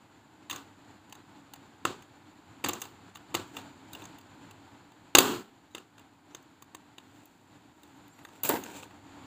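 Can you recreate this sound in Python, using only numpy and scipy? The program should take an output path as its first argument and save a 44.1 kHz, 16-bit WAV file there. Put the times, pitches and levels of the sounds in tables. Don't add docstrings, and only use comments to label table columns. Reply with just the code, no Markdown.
import sys
import numpy as np
from scipy import signal
from scipy.fft import rfft, irfft
from scipy.io import wavfile

SR = 44100
rng = np.random.default_rng(int(sys.argv[2]) if len(sys.argv) > 2 else 0)


def rack_gain(trim_db):
    fader = np.asarray(trim_db, float)
    return 10 ** (fader / 20)


def generate_wav(sig):
    pcm = np.round(np.clip(np.atleast_2d(sig).T, -1, 1) * 32767).astype(np.int16)
    wavfile.write(sys.argv[1], SR, pcm)


N = 408347
CLOCK_S = np.arange(N) / SR


def rms_one(x):
    return x / np.sqrt(np.mean(x ** 2) + 1e-20)


def peak_one(x):
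    return x / np.max(np.abs(x))


def coloured(spectrum, size):
    hz, db = np.transpose(spectrum)
    bins_hz = np.arange(1, size // 2 + 2) * SR / size
    gain = rack_gain(np.interp(np.log(bins_hz), np.log(hz), db))
    return rms_one(irfft(rfft(rng.standard_normal(size)) * gain, size))


def drift(rate_hz, size=N):
    r = np.exp(-2 * np.pi * rate_hz / SR)
    settle = SR // 4
    slow = signal.lfilter([1], [1, -2 * r, r * r], rng.standard_normal(size + settle))
    return rms_one(slow[settle:])


def resonate(x, modes, gains_db=None):
    if gains_db is None:
        gains_db = np.zeros(len(modes))
    out = 0
    for k, (hz, width, db) in enumerate(modes):
        r = np.exp(-np.pi * width / SR)
        top = (-1) ** k * rack_gain(db + gains_db[k]) * (1 - r * r) / 2
        out = out + signal.lfilter([top, 0, -top], [1, -2 * r * np.cos(2 * np.pi * hz / SR), r * r], x)
    return out


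# f/Hz, level/dB (per Hz)
AIR_COLOUR = [(45, -30), (100, -8), (200, -5), (520, -15), (870, -5.5), (1200, -13), (1450, -11.5),
              (1900, -17), (4500, -22), (5700, -37.5), (7100, -27), (8000, -28), (8700, -40),
              (15500, -41.5)]
# f/Hz, bandwidth/Hz, level/dB
DRONE_MODES = [(98, 23, -4), (290.4, 37, 0), (7130, 200, -22.5)]
# t/s, level/dB
STILL_LEVEL = [(0.0, -57.5), (2.45, -55.5), (3.22, -56), (3.48, -53), (4.07, -52), (4.3, -54.5),
               (5.13, -56.5), (5.44, -60.5), (6.009, -59), (6.598, -59), (6.941, -58.5), (7.53, -59.5),
               (8.33, -56), (9.26, -52)]
LEAK_DB, LEAK_HZ, LEAK_TOP_DB = -6.5, 12, -44


def still_room(handling, patchy_db=1.5, drone_db=-0.5):
    drone = rms_one(resonate(rng.standard_normal(N), DRONE_MODES))
    air = coloured(AIR_COLOUR, size=N + N % 2)[:N] + rack_gain(drone_db) * drone
    r = np.exp(-2 * np.pi * LEAK_HZ / SR)
    leak_power = rack_gain(2 * LEAK_DB) * signal.lfilter([1 - r], [1, -r], handling ** 2)
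    quiet = rack_gain(np.interp(CLOCK_S, *np.transpose(STILL_LEVEL)))
    level = np.sqrt(quiet ** 2 + np.minimum(leak_power, rack_gain(2 * LEAK_TOP_DB)))
    return level * rack_gain(patchy_db * drift(6.9)) * rms_one(air)


# t/s, peak level/dB, brightness level/dB, f/Hz
SKIDS = [(0.498, -25.5, -17, 3500), (0.504, -35, -8, 6500), (0.51, -22.5, -13.5, 2880),
         (0.528, -31, -9, 1100), (0.56, -30.5, -12, 6400), (1.152, -40.5, -12, 810),
         (1.536, -33.5, -9, 800), (2.023, -43.5, -15, 2650), (2.817, -25, -7.5, 6500),
         (3.151, -45, -13, 7000), (3.156, -33, -24, 3500), (3.17, -41, -29, 1310), (3.567, -27, -24, 3000),
         (3.932, -32.5, -7, 3500), (3.95, -30.5, -23, 2540), (4.02, -39.5, -25, 3700), ]
# t/s, peak level/dB, brightness level/dB, f/Hz
TOUCHES = [(1.097, -49, -8, 754), (1.125, -35.5, -10, 830), (1.56, -41, -37, 791), (2.782, -51, -10, 6600),
           (2.799, -44, -9, 7000), (2.807, -42, -4, 6600), (2.853, -35.5, -20, 790), (4.04, -41, -17, 6400),
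           (4.054, -37, -15, 6400), (4.185, -44.5, -4, 2700), (4.211, -48, -14, 4630),
           (4.51, -43, -11, 4800), (4.919, -47, -19, 912), (5.981, -44, -25.5, 1356),
           (5.994, -47, -10, 1013), (6.426, -57, -6, 6350), (6.623, -39.5, -8.5, 980),
           (7.256, -51.5, 3.5, 888), (7.833, -46, -5, 4430), (8.08, -54.5, 0.5, 735),
           (8.189, -42.5, -27, 1880), (8.25, -32.5, -34, 1550), (8.287, -46, -27, 1440),
           (8.637, -31, -7, 6600), (8.831, -32.5, -32, 2300), (8.909, -45, -40, 2400)]
# t/s, peak level/dB, brightness level/dB, f/Hz, room send level/dB
SNAPS = [(1.852, -11.5, -28, 1235, 6), (2.641, -21.5, -14, 2670, 3), (2.645, -16.5, -16, 7900, 10.5),
         (2.661, -22.5, -14, 1830, -15), (2.686, -21.5, -2.5, 2730, -12), (2.692, -18.5, -15, 820, 5),
         (2.733, -23.5, -9, 6270, 10.5), (3.343, -21, -14, 1120, 13), (3.349, -14.5, -14, 4670, 4),
         (5.151, 3.5, -13, 4750, 3.5), (5.185, 2.5, -5, 1130, -1.5), (5.749, -25, -22, 2700, 13.5),
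         (5.781, -33.5, -17, 2730, 0), (6.348, -30, -17, 6400, 15), (6.748, -33, -11, 880, 7.5),
         (6.982, -35.5, -25, 3220, 18)]
# t/s, peak level/dB, brightness level/dB, f/Hz, thump level/dB
BUMPS = [
    (8.434, -28, 9, 7340, -18.5),
    (8.449, -42, 19, 888, -17),
    (8.491, -18.5, 4, 8800, -29),
    (8.496, -20, -39, 990, -22),
    (8.507, -46, -14, 896, 3.5),
    (8.537, -29, -41, 840, -0.5),
    (8.547, -44, -35, 850, -9),
    (8.56, -31, -39, 2090, -15),
]
SNAP_THUMP_DB, SKID_THUMP_DB, TOUCH_THUMP_DB = -16, -59, -21
SKID_SEND_DB, TOUCH_SEND_DB, BUMP_SEND_DB = 14.5, 4, -1


def contacts():
    skids = [(s, db, SKID_THUMP_DB, bright, hz, SKID_SEND_DB) for s, db, bright, hz in SKIDS]
    touches = [(s, db, TOUCH_THUMP_DB, bright, hz, TOUCH_SEND_DB) for s, db, bright, hz in TOUCHES]
    snaps = [(s, db, SNAP_THUMP_DB, bright, hz, send) for s, db, bright, hz, send in SNAPS]
    bumps = [(s, db, thump, bright, hz, BUMP_SEND_DB) for s, db, bright, hz, thump in BUMPS]
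    return skids + touches + snaps + bumps


# f/Hz, bandwidth/Hz, level/dB
TABLE_MODES = [(346, 210, 0)]
CASE_MODES = [(810, 110, 0), (1120, 230, 5), (1313, 450, -0.5), (1760, 340, 0), (2790, 280, 3),
              (3780, 320, 0), (4615, 110, -2.5), (6457, 300, -0.5), (7410, 330, -1.5), (8176, 270, -4.5)]
TIP_MODES = [(10410, 610, -3), (11700, 500, -23), (12850, 1500, -16.5), (14800, 1100, 7.5)]
ARM_MODES = [(1640, 45, -6), (2870, 120, -1), (3500, 58, 0.5), (6500, 38, -6), (15460, 210, -4.5)]
CHATTER_MS, GRIP_RISE_S = 4.5, 0.00044
TILT_DB = 0.2
FOCUS_DB, FOCUS_OCTAVES = 7.5, .35
ARM_RING_DB = -18


def taps(scatter_db=-1.0, size=2600):
    direct, send = np.zeros(N + size), np.zeros((3, N))
    t = np.arange(size) / SR
    grip = (1 - np.exp(-t / GRIP_RISE_S)) * np.exp(-(1000 * t / CHATTER_MS) ** 1.4)
    thump = peak_one(resonate(np.gradient(grip), TABLE_MODES))
    case_hz = np.array(CASE_MODES)[:, 0]
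    for s, peak_db, thump_db, bright_db, focus_hz, send_db in contacts():
        chatter = rng.standard_normal(size) * grip
        luck = rng.standard_normal(len(CASE_MODES))
        near = np.exp(-(np.log2(case_hz / focus_hz) / FOCUS_OCTAVES) ** 2)
        tilt_db = TILT_DB * (bright_db + 14.5) * np.log2(case_hz / 2500)
        case_db = FOCUS_DB * near + tilt_db + scatter_db * luck
        case = peak_one(resonate(chatter, CASE_MODES, case_db) + 0.1 * chatter)
        arms = peak_one(resonate(chatter, ARM_MODES, 2 * scatter_db * luck))
        arms_db = ARM_RING_DB + 0.25 * (SNAP_THUMP_DB - thump_db)
        tips = peak_one(resonate(chatter, TIP_MODES) + 0.064 * np.gradient(chatter))
        sound = case + rack_gain(arms_db) * arms + rack_gain(bright_db + 3) * tips + rack_gain(thump_db + 5.5) * thump
        at = round(s * SR) - 30
        direct[at:at + size] += rack_gain(peak_db) * sound
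        balance_db = np.array([1.8 * (thump_db + 10.5), 0, 1.8 * (bright_db + 7.5)])
        send[:, at] += rack_gain(peak_db + send_db + balance_db)
    return direct[:N], send


# f/Hz, level/dB (per Hz)
ROOM_COLOUR = [(60, -14.5), (200, 5), (390, 5.5), (600, -12.5), (1150, -5), (1500, -9), (2100, -20.5),
               (2700, -12), (4500, -16.5), (5600, -26.5), (7300, -16), (9500, -31.5), (13000, -26.5),
               (15200, -16)]
# f/Hz, bandwidth/Hz, level/dB
TABLE_BOOM = [(365, 13, 2.5), (384, 26, 5.5)]
ROOM_T60_S = [.85, .66, .52]
ROOM_BANDS_HZ = [20, 650, 8800, 17000]
ROOM_DB = -25.5
GATE_DB, GATE_HZ, GATE_SLOPE = -37, 26, 1.4


def room(send):
    t, tail = np.arange(SR) / SR, 0
    noise = coloured(ROOM_COLOUR, size=SR) * (1 - np.exp(-t / 0.0006))
    noise = noise + resonate(noise, TABLE_BOOM)
    for push, t60, low, high in zip(send, ROOM_T60_S, ROOM_BANDS_HZ, ROOM_BANDS_HZ[1:]):
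        band = signal.butter(2, [low, high], "band", fs=SR, output="sos")
        answer = signal.sosfilt(band, noise) * rack_gain(-60 * t / t60)
        tail = -tail + rack_gain(ROOM_DB) * signal.fftconvolve(push, answer)[:N]
    r = np.exp(-2 * np.pi * GATE_HZ / SR)
    level_db = 10 * np.log10(signal.lfilter([1 - r], [1, -r], tail ** 2) + 1e-14)
    return tail * rack_gain(-GATE_SLOPE * np.clip(GATE_DB - level_db, 0, 30))


# strongest t/s, rise t/s, fall t/s, hiss level/dB, rumble level/dB
RUBS = [(3.42, .05, 0.32, -63, -69), (3.575, 0.038, 0.044, -51, -48), (4.026, 0.14, 0.073, -58, -55),
        (5.712, .006, .05, -70.5, -74), (6.33, .02, .02, -67.5, -77.5), (7.158, .2, 0.5, -68, -72),
        (7.852, 0.14, 0.18, -68, -71), (8.36, .1, .07, -64, -58), (8.452, .018, 0.041, -32, -35),
        (8.504, 0.018, 0.042, -42, -26), (8.554, 0.047, 0.032, -64, -30.5), (8.66, 0.08, .08, -73, -50),
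        (8.769, 0.19, 0.079, -49, -53), (8.84, 0.056, .04, -60, -52), (9.164, 0.84, 0.13, -76, -69)]
# f/Hz, level/dB (per Hz)
RUB_COLOUR = [(880, -3), (1500, 3), (1810, -13.5), (2500, 8), (3220, 1), (3660, 4), (5470, -7), (7340, 7.5),
              (8580, -4), (11100, -12), (15600, -1.5)]
# f/Hz, bandwidth/Hz, level/dB
RUMBLE_MODES = [(338.5, 210, 1), (936, 50, 4.5), (1510, 370, -9)]
STROKE_EDGE_DB = -13


def rubbing():
    grains = rack_gain(2.8 * drift(150))
    hiss = rms_one(grains * coloured(RUB_COLOUR, size=N + N % 2)[:N])
    shaking = grains * rack_gain(3 * drift(40)) * rng.standard_normal(N)
    rumble = rms_one(resonate(shaking, RUMBLE_MODES))
    out = 0
    for top, rise, fall, hiss_db, rumble_db in RUBS:
        times_s, levels_db = [top - rise, top, top + fall], [STROKE_EDGE_DB, 0, STROKE_EDGE_DB]
        stroke_db = np.interp(CLOCK_S, times_s, levels_db, -130, -130)
        out = out + rack_gain(stroke_db) * (rack_gain(hiss_db) * hiss + rack_gain(rumble_db) * rumble)
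    return out


# start t/s, length t/s, slip rate at full speed f/Hz, level/dB
SQUEAKS = [
    (7.88, .51, 2250, -81),
    (8.075, .235, 1825, -73),
    (5.7, .05, 3950, -73),
    (6.305, .05, 6200, -73),
]
# multiple of the slip rate, level/dB
SQUEAK_LINES = [
    [(3, -0.5), (3.4, -9), (3.95, -3), (4.4, -7.5), (6.05, -2)],
    [(3.13, -11), (4.15, 2), (5.03, -8.5), (5.95, -15), (7, -2.5), (7.7, -11)],
    [(1, 0), (1.75, -3)],
    [(1, 0)],
]
SQUEAK_SAG, SQUEAK_EDGE_DB, SQUEAK_PUSH = .13, -14, 1.25


def squeaks():
    out = np.zeros(N)
    for (start, length, top_hz, level_db), lines in zip(SQUEAKS, SQUEAK_LINES):
        at, size = round(start * SR), round(length * SR)
        speed = np.minimum(SQUEAK_PUSH * np.sin(np.pi * np.arange(size) / size), 1)
        slip_hz = top_hz * (1 - SQUEAK_SAG * (1 - speed))
        for multiple, line_db in lines:
            waver = .005 * drift(150, size)
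            flicker_db = 5.5 * drift(25, size)
            db = level_db + line_db + flicker_db + SQUEAK_EDGE_DB * (1 - speed) ** 2
            phase = 2 * np.pi * multiple * np.cumsum(slip_hz * (1 + waver)) / SR
            out[at:at + size] += rack_gain(db) * np.sin(phase)
    return out


WALL_ECHO_S, WALL_ECHO_DB = .0195, -19.5
BASS_CUT_HZ, MIC_HISS_DB = 130, -80.5


def scene():
    direct, send = taps()
    lag = round(WALL_ECHO_S * SR)
    echo = rack_gain(WALL_ECHO_DB) * np.pad(direct, (lag, 0))[:N]
    wash = room(send) + rubbing()
    bass_cut = signal.butter(2, BASS_CUT_HZ, "high", fs=SR, output="sos")
    handling = signal.sosfilt(bass_cut, direct + echo + wash + squeaks())
    hiss = rack_gain(MIC_HISS_DB) * rng.standard_normal(N)
    return (handling + still_room(wash) + hiss)[None]


def roll_off(x):
    return signal.sosfilt(signal.butter(12, 16620, fs=SR, output="sos"), x)


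def record(dry):
    ceiling = .72
    rounded = ceiling * np.tanh(dry / ceiling)
    treble_cut = signal.cheby2(16, 30, 15650, fs=SR, output="sos")
    return roll_off(signal.sosfiltfilt(treble_cut, rounded))


dry = scene()
out = record(dry)
generate_wav(out)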